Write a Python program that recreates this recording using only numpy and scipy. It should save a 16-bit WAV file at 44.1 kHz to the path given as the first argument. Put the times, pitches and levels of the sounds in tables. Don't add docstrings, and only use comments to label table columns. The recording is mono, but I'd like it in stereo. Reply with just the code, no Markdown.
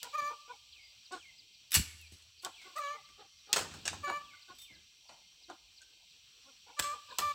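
import sys
import numpy as np
from scipy import signal
from scipy.fft import rfft, irfft, next_fast_len
from scipy.io import wavfile

SR = 44100
rng = np.random.default_rng(int(sys.argv[2]) if len(sys.argv) > 2 else 0)


def boost(x):
    u = np.asarray(x, float) / 20
    return 10 ** u


def digitize_waveform(pressure):
    field = np.atleast_2d(pressure).T
    bounded = np.clip(field, -1, 1)
    quanta = np.round(bounded * 32767).astype(np.int16)
    wavfile.write(sys.argv[1], SR, quanta)


N = 323694
TIME = np.arange(N) / SR


def rms_one(x):
    return x / np.sqrt(np.mean(x ** 2) + 1e-20)


def at_hz(points, hz):
    table = np.array(points)
    return np.interp(np.log(hz), np.log(table[:, 0]), table[:, 1])


def filtered(x, order, hz, kind="low"):
    return signal.sosfilt(signal.butter(order, hz, kind, fs=SR, output="sos"), x)


def drift(rate_hz, count=N):
    run_in = 6000
    r = np.exp(-2 * np.pi * rate_hz / SR)
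    white = rng.standard_normal(max(count, 12000) + run_in)
    return rms_one(signal.lfilter([1], [1, -2 * r, r * r], white)[run_in:])[:count]


def add(out, s, piece):
    i = max(round(s * SR), 0)
    out[..., i:i + piece.shape[-1]] += piece[..., :N - i]


def unroll(rows):
    s, *columns = np.transpose(rows)
    t = np.arange(s[0], s[-1], 1 / SR)
    fade = np.clip(np.minimum(t - s[0], s[-1] - t) / 0.0023, 0, 1)
    return [np.interp(t, s, c) for c in columns] + [fade]


def stereo(x, lag_s, pan_db):
    return np.array([np.interp(TIME - lag_s, TIME, x), x]) * boost([[pan_db / 2], [-pan_db / 2]])


# f/Hz, likeness [0-1]
LIKENESS = [(60, 0.56), (300, 0.077), (1000, 0.072), (15000, 0.049)]


def airborne(spectrum, flicker_db):
    size = next_fast_len(N)
    hz = np.arange(size // 2 + 1) * SR / size + 1
    noise = rfft(rng.standard_normal((2, size)))
    mid, side = noise * boost(at_hz(spectrum, hz)) * (hz > 30)
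    alike = at_hz(LIKENESS, hz)
    pair = np.sqrt(1 + alike) * mid + np.sqrt(1 - alike) * side * [[1], [-1]]
    octave = np.log2(hz / 16).clip(0).astype(int)
    out = np.zeros((2, N))
    for k in range(1, 11):
        out += irfft(pair * (octave == k), size)[:, :N] * boost(flicker_db * drift(9))
    return rms_one(out)


# f/Hz, level/dB [per Hz]
FOREST = [(1180, -39.5), (2000, -33.5), (2380, -1.5), (2760, -0.5), (3120, -0.5), (3980, -1), (4530, -2),
          (5680, -10), (6760, -15.5), (7840, -7), (9330, -29), (14900, -21.5), (16000, -19)]
# t/s, level/dB
FOREST_DB = [(0.0, -56.5), (0.49, -63.5), (2.41, -66), (2.64, -59), (3.33, -67), (3.78, -58.5),
             (4.93, -66.5), (6.73, -64), (7.34, -56.5)]
# f/Hz, level/dB [per Hz]
VALLEY = [(18, -28), (30, -1.5), (103, -7), (239, -19.5), (275, -18.5), (339, -20.5), (709, -20),
          (939, -19), (2000, -19.5), (2600, -40.5), (4400, -120)]
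VALLEY_DB = -77


def forest():
    swell_db = np.interp(TIME, *np.transpose(FOREST_DB)) + 4
    insects = boost(swell_db) * airborne(FOREST + [(20000, -40)], flicker_db=.45)
    valley = boost(VALLEY_DB + 2.5) * airborne(VALLEY, flicker_db=-4.0)
    return insects * boost([[-.8], [.8]]) + valley


# f/Hz, width [Hz], level/dB
CRICKETS = [(2122, 17, -2.5), (2500, 27, -9), (3150, 17, 6), (4097, 130, 0.5), (4460, 40, 3.5),
            (5690, 240, 6.5), (8150, 270, -25)]


def crickets():
    out = np.zeros((2, N))
    for hz, width_hz, level_db in CRICKETS:
        r = np.exp(-np.pi * np.clip(width_hz, 20, 500) / SR)
        poles = [1, -2 * r * np.cos(2 * np.pi * hz / SR), r * r]
        song = signal.lfilter([1, 0, -1], poles, rng.standard_normal((2, N)))
        out += rms_one(song) * boost(level_db - 77 + width_hz / 60 + 1.5 * drift(2))
    return out


def whistle(rows, waver_db):
    hz, level_db, fade = unroll(rows)
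    count = len(hz)
    phase = 2 * np.pi * np.cumsum(hz * (1 + 40 / hz * drift(120, count))) / SR
    return boost(level_db + waver_db * drift(60, count)) * fade * np.sin(phase)


# t/s, length [s], from f/Hz, to f/Hz, level/dB
GLIDES = [
    (0, .04, 3350, 2750, -53),
    (2.83, .04, 4150, 3700, -57),
    (1.759, .009, 7850, 7800, -26),
    (1.772, .03, 7800, 7700, -43),
    (1.85, .1, 2330, 2150, -58),
    (1.985, .095, 2950, 2280, -57),
    (2.215, .03, 4350, 4250, -61),
    (2.446, .014, 3300, 3100, -41),
]


def squeals():
    out = np.zeros(N)
    for s, length, hz, end_hz, level_db in GLIDES:
        bend_hz = hz + (end_hz - hz) * .45
        rows = [(0, hz, -4), (length / 3, bend_hz, 0), (length, end_hz, -5)]
        add(out, s, boost(level_db) * whistle(rows, waver_db=1.5))
    return out


def syrinx(hz, voice, upper_db, rough, breath_db, hoarse_db):
    count = len(hz)
    phase = 2 * np.pi * np.cumsum(hz * (1 + 0.053 * rough * drift(60, count))) / SR
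    air = rng.standard_normal(count + 1)
    hiss = air[1:] - .5 * air[:-1]
    rasp = filtered(air[1:], 2, [450, 1450], "band")
    breath = boost(breath_db + 1.0 - 0.6 * upper_db) * hiss + boost(hoarse_db) * rough * rasp
    out = breath * (1 + np.cos(phase))
    for k, level_db in voice:
        half_closed = np.minimum(upper_db + 5, 0) * (k > 2)
        loose = np.clip(rough + .05 * max(k - 4.5, 0) - .07 * half_closed, 0, .7)
        shake = 1 - loose + loose * drift(60 if k < 6 else 120, count)
        level = np.sqrt(2) * boost(level_db + upper_db * (k > 2))
        out += level * shake * np.sin(k * phase + rng.uniform(0, 5.13))
    return out


# t/s, length [s], pitch f/Hz, peak level/dB, roughness at peak [0-1]
HIGH_CLUCKS = [
    (.02, 0.13, 479, -53.5, 0.96),
    (.292, 0.084, 471, -51.5, 0.86),
    (.478, 0.098, 477, -51.5, 0.6),
    (2.927, 0.092, 457, -55.5, 0.49),
    (6.662, 0.11, 474.5, -56, 0.95),
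    (6.925, 0.076, 490, -54.5, 0.8),
    (7.082, 0.12, 528, -52.5, 1),
]
# harmonic [multiple], level/dB
HIGH_VOICE = [(1, -4), (2, 14), (3, 0), (4, -35), (5, -6), (6, -52), (7, -1), (8, -19)]
# t/s, length [s], pitch f/Hz, peak level/dB, roughness at peak [0-1]
LOW_CLUCKS = [
    (1.108, 0.094, 372.5, -41, 0.46),
    (2.432, 0.086, 369.7, -46.5, 0.2),
    (2.636, 0.13, 369.6, -55.5, 0.67),
    (3.176, 0.099, 420.4, -50.5, 0.64),
    (3.47, 0.22, 418.5, -48, 0.73),
    (4.065, 0.083, 372.6, -40, 0.4),
    (4.48, 0.083, 371.4, -52.5, 0.74),
    (5.482, 0.088, 360, -49.5, 0.79),
    (6.44, 0.14, 271, -67, 0.8),
]
# f/Hz, level/dB
LOW_THROAT = [(280, -8), (750, -5.5), (1100, 6), (1540, -5), (1750, -39), (2600, -21), (3200, -11),
              (5000, -21)]
CLUCK_RISE_SHARE, CLUCK_KNEE_SHARE = 0.33, .55
CLUCK_SCOOP_SHARE, CLUCK_SAG_SHARE = 0.043, 0.051
CLUCK_START_DB, CLUCK_SWELL_DB, CLUCK_KNEE_DB, CLUCK_END_DB = -14, -5, -9.5, -24
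CLUCK_EDGE_ROUGH = 0.99


def clucks(calls, gain_db, voice=None):
    out = np.zeros(N)
    for s, length, pitch, db, peak_rough in calls:
        top_s = CLUCK_RISE_SHARE * length
        hz, level_db, rough, fade = unroll([
            (0, pitch * (1 - CLUCK_SCOOP_SHARE), CLUCK_START_DB, CLUCK_EDGE_ROUGH),
            (top_s / 2, pitch, CLUCK_SWELL_DB, peak_rough),
            (top_s, pitch * (1 + CLUCK_SCOOP_SHARE / 2), 0, peak_rough),
            (CLUCK_KNEE_SHARE * length, pitch * (1 - CLUCK_SAG_SHARE), CLUCK_KNEE_DB, CLUCK_EDGE_ROUGH),
            (length, pitch * (1 - 0.73 * CLUCK_SAG_SHARE), CLUCK_END_DB, CLUCK_EDGE_ROUGH)])
        hoarse = np.clip(.85 * rough - .2, 0, 1)
        harmonics = voice or [(k, at_hz(LOW_THROAT, k * pitch)) for k in range(1, 14)]
        note = syrinx(hz, harmonics, 0, hoarse, breath_db=-37.5, hoarse_db=5.0)
        add(out, s, boost(db + level_db + gain_db) * fade * note)
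    return out


def modes(hz, centres, widths, gains):
    offset = hz - centres[:, None]
    width = widths[:, None]
    return np.sum(gains[:, None] * width / (width + 2j * offset), axis=0)


# t/s, peak level/dB, body 300-1500 Hz level/dB, top > 8 kHz level/dB, middle 2-3 kHz level/dB
SNAPS = [
    (0.0292, -27, -21, 2, -6.5),
    (3.5285, -9, -37.5, -6, -3.5),
    (6.7955, -17.5, -16, 0, -4),
    (7.1845, -19.5, -22, 3.5, -6),
    (3.8774, -19, -14, -16, 2),
    (2.2222, -50, -60, -6, -30),
    (2.4475, -25, -25, -7, -10),
    (2.013, -51, -50, 11, -20),
]
# t/s, peak level/dB, body level/dB, top level/dB
TICKS = [(1.718, -26, -27.5, 8.5), (1.7072, -42.5, -52.5, 7), (1.7413, -17, -21.5, 11),
         (1.7625, -27.5, -25, -11.5), (6.7915, -26, -4, -4), (0.0435, -38, -8, -17),
         (1.7525, -19.5, -10, 2.5), (1.7695, -37, -18.5, -11.5), (2.4625, -41, 5.5, -21),
         (3.5675, -23.5, -6.5, -17.5), (3.5805, -27.5, -5, -11.5), (3.0883, -53.5, -6, -39),
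         (3.5355, -21, -18, -9), (3.5640, -24, -11.5, -3), (3.6200, -37.5, -5, -7),
         (3.8590, -36, -16.5, -26), (3.6096, -37.5, 4, -11), (4.0797, -38, 4, -39.5),
         (4.0997, -44.5, 18, -39), (5.4987, -46.5, 8, -28.5), (5.8173, -48.5, -39, -21)]
# t/s, peak level/dB, body level/dB, top level/dB
CLATTERS = [(1.7289, -22, -17.5, -12), (1.7443, -14, -33, 0.5), (1.7484, -12, -27, 4),
            (1.7893, -39, -28.5, -20.5), (2.6153, -46.5, -13, -10), (3.5315, -23, -15, -22),
            (3.5601, -19.5, -1.5, -9.5), (3.5862, -24, -9.5, -7), (3.6435, -39, 6, -6),
            (3.7379, -40, -5, -7.5), (3.8535, -27, -9.5, -28), (3.8800, -25, -14, -28),
            (3.9294, -36.5, 1.5, -7), (4.6147, -46, -49, 9), (4.5853, -46, -40, 5),
            (7.1865, -22.5, -8.5, 0)]
# t/s, peak level/dB, body level/dB, top level/dB
RUBS = [
    (1.1173, -38.5, -20, -22),
    (2.1164, -44.5, -57, 0),
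    (2.42, -41.5, -49, 1),
    (2.757, -37, -11, -30),
    (3.7063, -43, 0, -16),
    (5.0868, -47.5, 2.5, -28),
    (6.765, -48, -12, -10),
    (6.8181, -26, -17, -6),
    (7.2098, -50, -27, -25),
]
# f/Hz, level/dB [per Hz]
SLATS = [(880, -33), (1500, -2), (2230, -1.5), (2970, 2.5), (3220, -1), (4010, -0.5), (6420, -1.5),
         (7690, -1), (9000, -10), (11700, -25), (19800, -120)]


def knocks():
    size = 8192
    out, t = np.zeros((2, N)), np.arange(size) / SR
    hz = np.arange(size // 2 + 1) * SR / size
    end = np.clip((.17 - t) / .04, 0, 1)
    shared = np.clip(1100 / (hz + 1) - .2, .06, .85)
    lean = boost([[-1.5], [1.5]] * np.clip(hz / 9000, 0, 1))
    # contacts, t60 [s], rattle share, first crack [dB] (None: a rub swells instead)
    kinds = (SNAPS, .04, .4, 23), (TICKS, .11, .59, 23), (CLATTERS, .19, .59, 17), (RUBS, .4, .59, None)
    contacts = [(row, *kind) for rows, *kind in kinds for row in rows]
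    for (s, peak_db, body_db, top_db, *middle_db), t60, rattle, crack_db in contacts:
        grains = boost(2.0 * np.minimum(rng.exponential(1, (3, size)), 4)) * rng.choice([-1, 1], (3, size))
        grains *= rng.random((3, size)) < 3500 / SR
        grains = rms_one(grains) * (boost(-60 * t / t60) + rattle * boost(-60 * t / 0.11))
        if crack_db is None:
            grains *= np.clip(t / 0.0045, 0, 1)
        else:
            grains[:, 0] += boost(crack_db)
        centres = np.geomspace(260, 15500, 44) * rng.normal(1, .015, 44)
        slope = [(250, body_db - 6), (500, body_db + 6.0), (1000, body_db + 11.0), (1500, body_db / 2 + 9)]
        slope += [(f, db + sum(middle_db) * (f < 3000)) for f, db in SLATS[2:-2]]
        slope += [(10000, top_db - 9.5), (16000, top_db - 13.0)]
        gains = boost(at_hz(slope, centres) + rng.normal(0, 1.96, 44)) * (-1) ** np.arange(44)
        centres[36] = 7800
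        gains[36] *= boost(3)
        ring = modes(hz, centres, 140 + 0.084 * centres, gains) * lean
        spectra = rfft(grains)
        pair = np.sqrt(shared) * spectra[0] + np.sqrt(1 - shared) * spectra[1:]
        add(out, s + 0.00073, boost(peak_db - 4.0) * end * irfft(ring * pair))
    return out


# t/s, peak level/dB
PEEPS = [(0.0303, -46), (0.397, -46.5), (0.7138, -41), (1.047, -43), (1.382, -42), (1.535, -45.5),
         (2.0525, -41.5), (2.3844, -44), (2.7174, -56), (3.041, -46.5), (3.376, -43), (4.058, -52),
         (4.4097, -44), (4.735, -42), (5.073, -42.5), (5.425, -42.5), (5.7652, -42), (6.0965, -47),
         (6.2535, -63), (6.431, -46.5), (7.089, -43)]
# t/s [after start], f/Hz, level/dB
PEEP = [(0, 5150, -14), (.004, 5100, -5), (.013, 4800, -4), (.02, 4200, -1), (.026, 3900, -5),
        (.032, 3800, -20)]


def chick():
    out = np.zeros(N)
    for s, level_db in PEEPS:
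        shape = np.array(PEEP) * [1, rng.normal(1, .012), 1]
        add(out, s - .003, boost(level_db - 10) * whistle(shape, waver_db=2.8))
    t = TIME[:1500]
    leaf_scatter_t60_s = .035
    leaves = rms_one(rng.standard_normal(len(t)) * boost(-60 * t / leaf_scatter_t60_s)) / np.sqrt(len(t))
    return .6 * out + .7 * signal.fftconvolve(out, leaves)[:N]


# t/s, 2nd harmonic f/Hz, effort level/dB, beak opening level/dB
CACKLE_STARTS = [
    [(0.128, 1188, -54, -8), (0.142, 1153, -37.5, -4.5), (0.156, 1221, -35, -7.5), (0.17, 1244, -47, -3),
     (0.182, 1170, -34.5, -4), (0.194, 1179, -32.5, -4), (0.206, 1173, -36.5, -0.5)],
    [(2.753, 1155, -54, -2), (2.765, 1169, -40.5, -12), (2.777, 1274, -35.5, -6.5),
     (2.785, 1294, -30, -14.5), (2.797, 1161, -38.5, -10.5), (2.817, 1178, -39.5, -5.5),
     (2.825, 1147, -47, 3)],
    [(4.028, 1164, -53, -12), (4.042, 1162, -34.5, -5), (4.092, 1142, -44, 0.5), (4.1, 1152, -35, 1)],
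    [(6.765, 1187, -58, 0.5), (6.787, 1169, -41, 1), (6.825, 1163, -49.5, -10), (6.835, 1167, -47, -3)],
    [(7.205, 1118, -53, -3), (7.223, 1180, -36, -1), (7.24, 1177, -31, -4.5)],
]
CACKLE_HOLDS = [
    [(0.21, 1158, -45, -3), (0.218, 1156, -38, -3), (0.282, 1177, -36.5, -3), (0.33, 1196, -50, -3),
     (0.338, 1230, -74, -3)],
    [(2.83, 1136, -47, -3), (2.836, 1145, -40, -3), (2.882, 1136, -41.5, -3), (2.914, 1174, -41.5, -3),
     (2.952, 1186, -49, -3), (2.968, 1216, -51, -3)],
    [(4.105, 1143, -43, -3), (4.119, 1128, -42, -3), (4.127, 1161, -39.5, -3), (4.173, 1171, -39.5, -3),
     (4.197, 1149, -53, -3), (4.219, 1190, -49.5, -3), (4.225, 1190, -70, -3)],
    [(6.84, 1160, -36.5, -3), (6.85, 1162, -37, -3), (6.912, 1169, -38, -3), (6.936, 1207, -40.5, -3),
     (6.956, 1200, -67, -3), (6.962, 1186, -57, -3)],
    [(7.245, 1186, -32.5, -3), (7.319, 1160, -36, -3), (7.338, 1150, -67, -3)],
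]
# harmonic [multiple], level/dB
CACKLE_VOICES = [
    [(1, -19.5), (2, 1), (3, -12), (4, -10.5), (5, -24.5), (6, -19), (7, -24), (8, -22), (9, -28),
     (10, -18), (11, -27), (12, -21.5)],
    [(1, -15.5), (2, 2.5), (3, -9.5), (4, -11.5), (5, -13), (6, -14.5), (7, -16.5), (8, -21), (9, -31),
     (10, -20), (11, -21.5), (12, -19.5)],
    [(1, -19), (2, 1.5), (3, -9.5), (4, -8), (5, -11), (6, -25), (7, -22), (8, -22), (9, -32), (10, -30),
     (11, -29), (12, -18)],
    [(1, -22), (2, 1.5), (3, -18.5), (4, -16), (5, -22), (6, -20), (7, -20), (8, -24), (9, -31), (10, -28),
     (11, -27), (12, -21)],
    [(1, -24.5), (2, -1.5), (3, -18.5), (4, -14), (5, -33), (6, -17.5), (7, -25), (8, -24), (9, -30),
     (10, -26), (11, -28), (12, -22)],
]


def cackles():
    out = np.zeros(N)
    for start, hold, voice in zip(CACKLE_STARTS, CACKLE_HOLDS, CACKLE_VOICES):
        hz, level_db, beak_db, fade = unroll(list(start) + list(hold))
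        rough = np.clip(.035 - 0.007 * beak_db, .03, .3)
        call = syrinx(hz / 2, voice, beak_db - 3, rough, breath_db=-37.5, hoarse_db=-23.0)
        add(out, start[0][0], boost(level_db - 1.5) * fade * call)
    return out


# t/s, left minus right level/dB
HEN_PAN = [(.3, -3), (1.1, 1), (2.8, 0.5), (4.1, -1), (5.5, 2.5), (6.9, 0), (7.25, -7)]
HEN_LAG_S, BANK_DELAY_S = .00046, .00407
CLUCK_CARRY_DB = -14


def hens():
    loud = boost(9.0) * cackles()
    soft = clucks(LOW_CLUCKS, 5.1) + clucks(HIGH_CLUCKS, 0.96, HIGH_VOICE)
    calls = loud + soft
    late = np.interp(TIME - BANK_DELAY_S + .00008, TIME, calls)
    bounce = filtered(late, 1, 2000)
    pan_db = np.interp(TIME, *np.transpose(HEN_PAN))
    direct = stereo(calls, HEN_LAG_S, 0) * boost([pan_db / 2, -pan_db / 2])
    return direct + boost(-10.0) * bounce, loud + boost(CLUCK_CARRY_DB) * soft


# t/s, peak level/dB, t60 [s]
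STEPS = [(0.207, -35.5, 0.21), (1.76, -25.5, 0.3), (1.928, -55, 0.79), (2.114, -35.5, 0.16),
         (3.086, -48, 0.19), (3.601, -31, 0.88), (3.74, -36.5, 1), (3.899, -32.5, 0.82),
         (4.099, -41.5, 0.89), (4.499, -49, 0.39), (4.698, -40.5, 0.32), (4.751, -49, 0.45),
         (5.097, -45.5, 0.2), (6.801, -43, 0.54), (6.868, -52, 0.36), (7.193, -43, 0.7)]


def steps():
    out, t = np.zeros(N), np.arange(12000) / SR
    for s, level_db, t60 in STEPS:
        decay = boost(level_db - 2 - 60 * t / np.clip(t60, .03, .9))
        add(out, s, rng.standard_normal(len(t)) * np.clip(t / 0.01, 0, 1) * decay)
    return filtered(out, 2, [55, 330], "band")


# t/s, peak level/dB, length [s]
SLIDES = [
    (.715, -55, .17),
    (1.19, -54, .125),
    (2.53, -52, .15),
    (2.865, -51, .14),
    (4.245, -54, .15),
    (4.635, -55, .12),
]
# t [share of length], f/Hz, level/dB
SLIDE = [(0, 3500, -5), (.1, 3280, 2), (.22, 2900, -4), (.32, 2500, -3), (.5, 2200, -1), (.9, 2080, -3),
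         (1, 2050, -16)]


def sliding_bird():
    out = np.zeros(N)
    for s, level_db, length in SLIDES:
        shape = np.array(SLIDE) * [length, rng.normal(1, .01), 1]
        add(out, s, boost(level_db - 3) * whistle(shape, waver_db=2.2))
    return out


# t/s, length [s], f/Hz, level/dB
WHISTLES = [
    (0.801, 0.13, 4840, -60.5),
    (4.334, 0.021, 1517, -53),
    (4.582, 0.087, 3610, -54),
    (4.722, 0.06, 1678, -67.5),
    (5.807, 0.025, 1592, -55.5),
]


def steady_whistles():
    out = np.zeros(N)
    for s, length, hz, level_db in WHISTLES:
        rows = [(0, hz, -6), (length / 2, hz, 0), (length, .98 * hz, -5)]
        add(out, s, boost(level_db) * whistle(rows, waver_db=2.5))
    return out


# t/s, level/dB
FLEXES = [(1.749, -48.5), (1.755, -39.5), (1.768, -28.5), (1.795, -31.5), (1.868, -54), (1.945, -49),
          (2.123, -52), (2.455, -57), (3.564, -42), (3.593, -43), (3.615, -48), (3.651, -50), (3.714, -47),
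          (3.746, -45.5), (3.861, -46), (3.882, -44.5), (3.938, -43.5), (4.088, -56), (4.109, -55.5),
          (6.801, -45), (7.194, -48), (7.218, -51.5)]
# f/Hz, level/dB, t60 [s]
POLE_BENDING = [(79.6, -9, 0.92), (94, 3, 0.37), (158, -1, 0.18), (197, -4, 0.13)]


def thuds():
    out, table = np.zeros(N), np.array(FLEXES)
    at = (table[:, 0] * SR).astype(int)
    for hz, level_db, t60 in POLE_BENDING:
        pushes = np.full(N, 1e-18)
        pushes[at] = boost(table[:, 1] + level_db - 13.0 + rng.normal(0, 2.5, len(at)))
        r, w = boost(-60 / (t60 * SR)), 2 * np.pi * hz / SR
        out += signal.lfilter([0, np.sin(w)], [1, -2 * r * np.cos(w), r * r], pushes)
    return filtered(out, 2, 300) * boost(4.5 * drift(12))


# t/s, level/dB
BLADE_TAPS = [
    (4.5504, -60),
    (4.5853, -51),
    (4.6147, -55),
]
# f/Hz, level/dB, t60 [s]
BLADE = [(4770, -4, 0.049), (5620, -8, 0.11), (7127, -28, 5.0), (7930, -2, 0.23), (10050, -19, 0.24),
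         (10720, -33, 2.0), (13000, -13, 0.23), (14880, -18, 0.15)]


def blade():
    out, t = np.zeros(N), TIME[:8000]
    for s, db in BLADE_TAPS:
        for hz, level_db, t60 in BLADE:
            decay = boost(db + level_db + rng.normal(0, 2.5) - 60 * t / np.clip(t60, .02, .4))
            add(out, s, decay * np.sin(2 * np.pi * hz * t))
    return out


BANKS_T60_S, BANKS_CUT_HZ = 0.45, 5000


def banks(x):
    t = np.arange(int(.7 * SR)) / SR
    echoes = rng.standard_normal((2, len(t))) * (t > .012)
    dull = filtered(echoes, 1, BANKS_CUT_HZ)
    tail = dull * boost(-60 * t / BANKS_T60_S)
    tail += 0.078 * dull * boost(-60 * t / 1.8) + 0.13 * echoes * boost(-60 * t / 0.032)
    return signal.fftconvolve(x, tail / np.sqrt(np.sum(tail ** 2) / 2), axes=1)[:, :N]


def scene():
    fowl, carried = hens()
    birds = stereo(squeals() + chick() + steady_whistles(), 0, pan_db=-1.5)
    birds += stereo(sliding_bird(), .00006, pan_db=.5)
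    poles = (knocks() + blade()) * boost([[-.2], [.2]])
    ground = stereo(thuds() + steps(), 0, pan_db=3.0)
    slaps = filtered(poles, 1, 1100, "high")
    echo = banks(boost(-24.5) * carried + boost(-15) * slaps + boost(-11) * birds)
    return fowl + birds + poles + ground + echo + forest() + crickets()


def low_pass(x):
    return signal.sosfilt(signal.butter(12, 17010, fs=SR, output="sos"), x)


def record(dry):
    no_rumble = filtered(dry, 4, 44, "high")
    mix = signal.sosfilt(signal.cheby2(10, 60, 17100, fs=SR, output="sos"), no_rumble)
    return low_pass(mix)


dry = scene()
out = record(dry)
digitize_waveform(out)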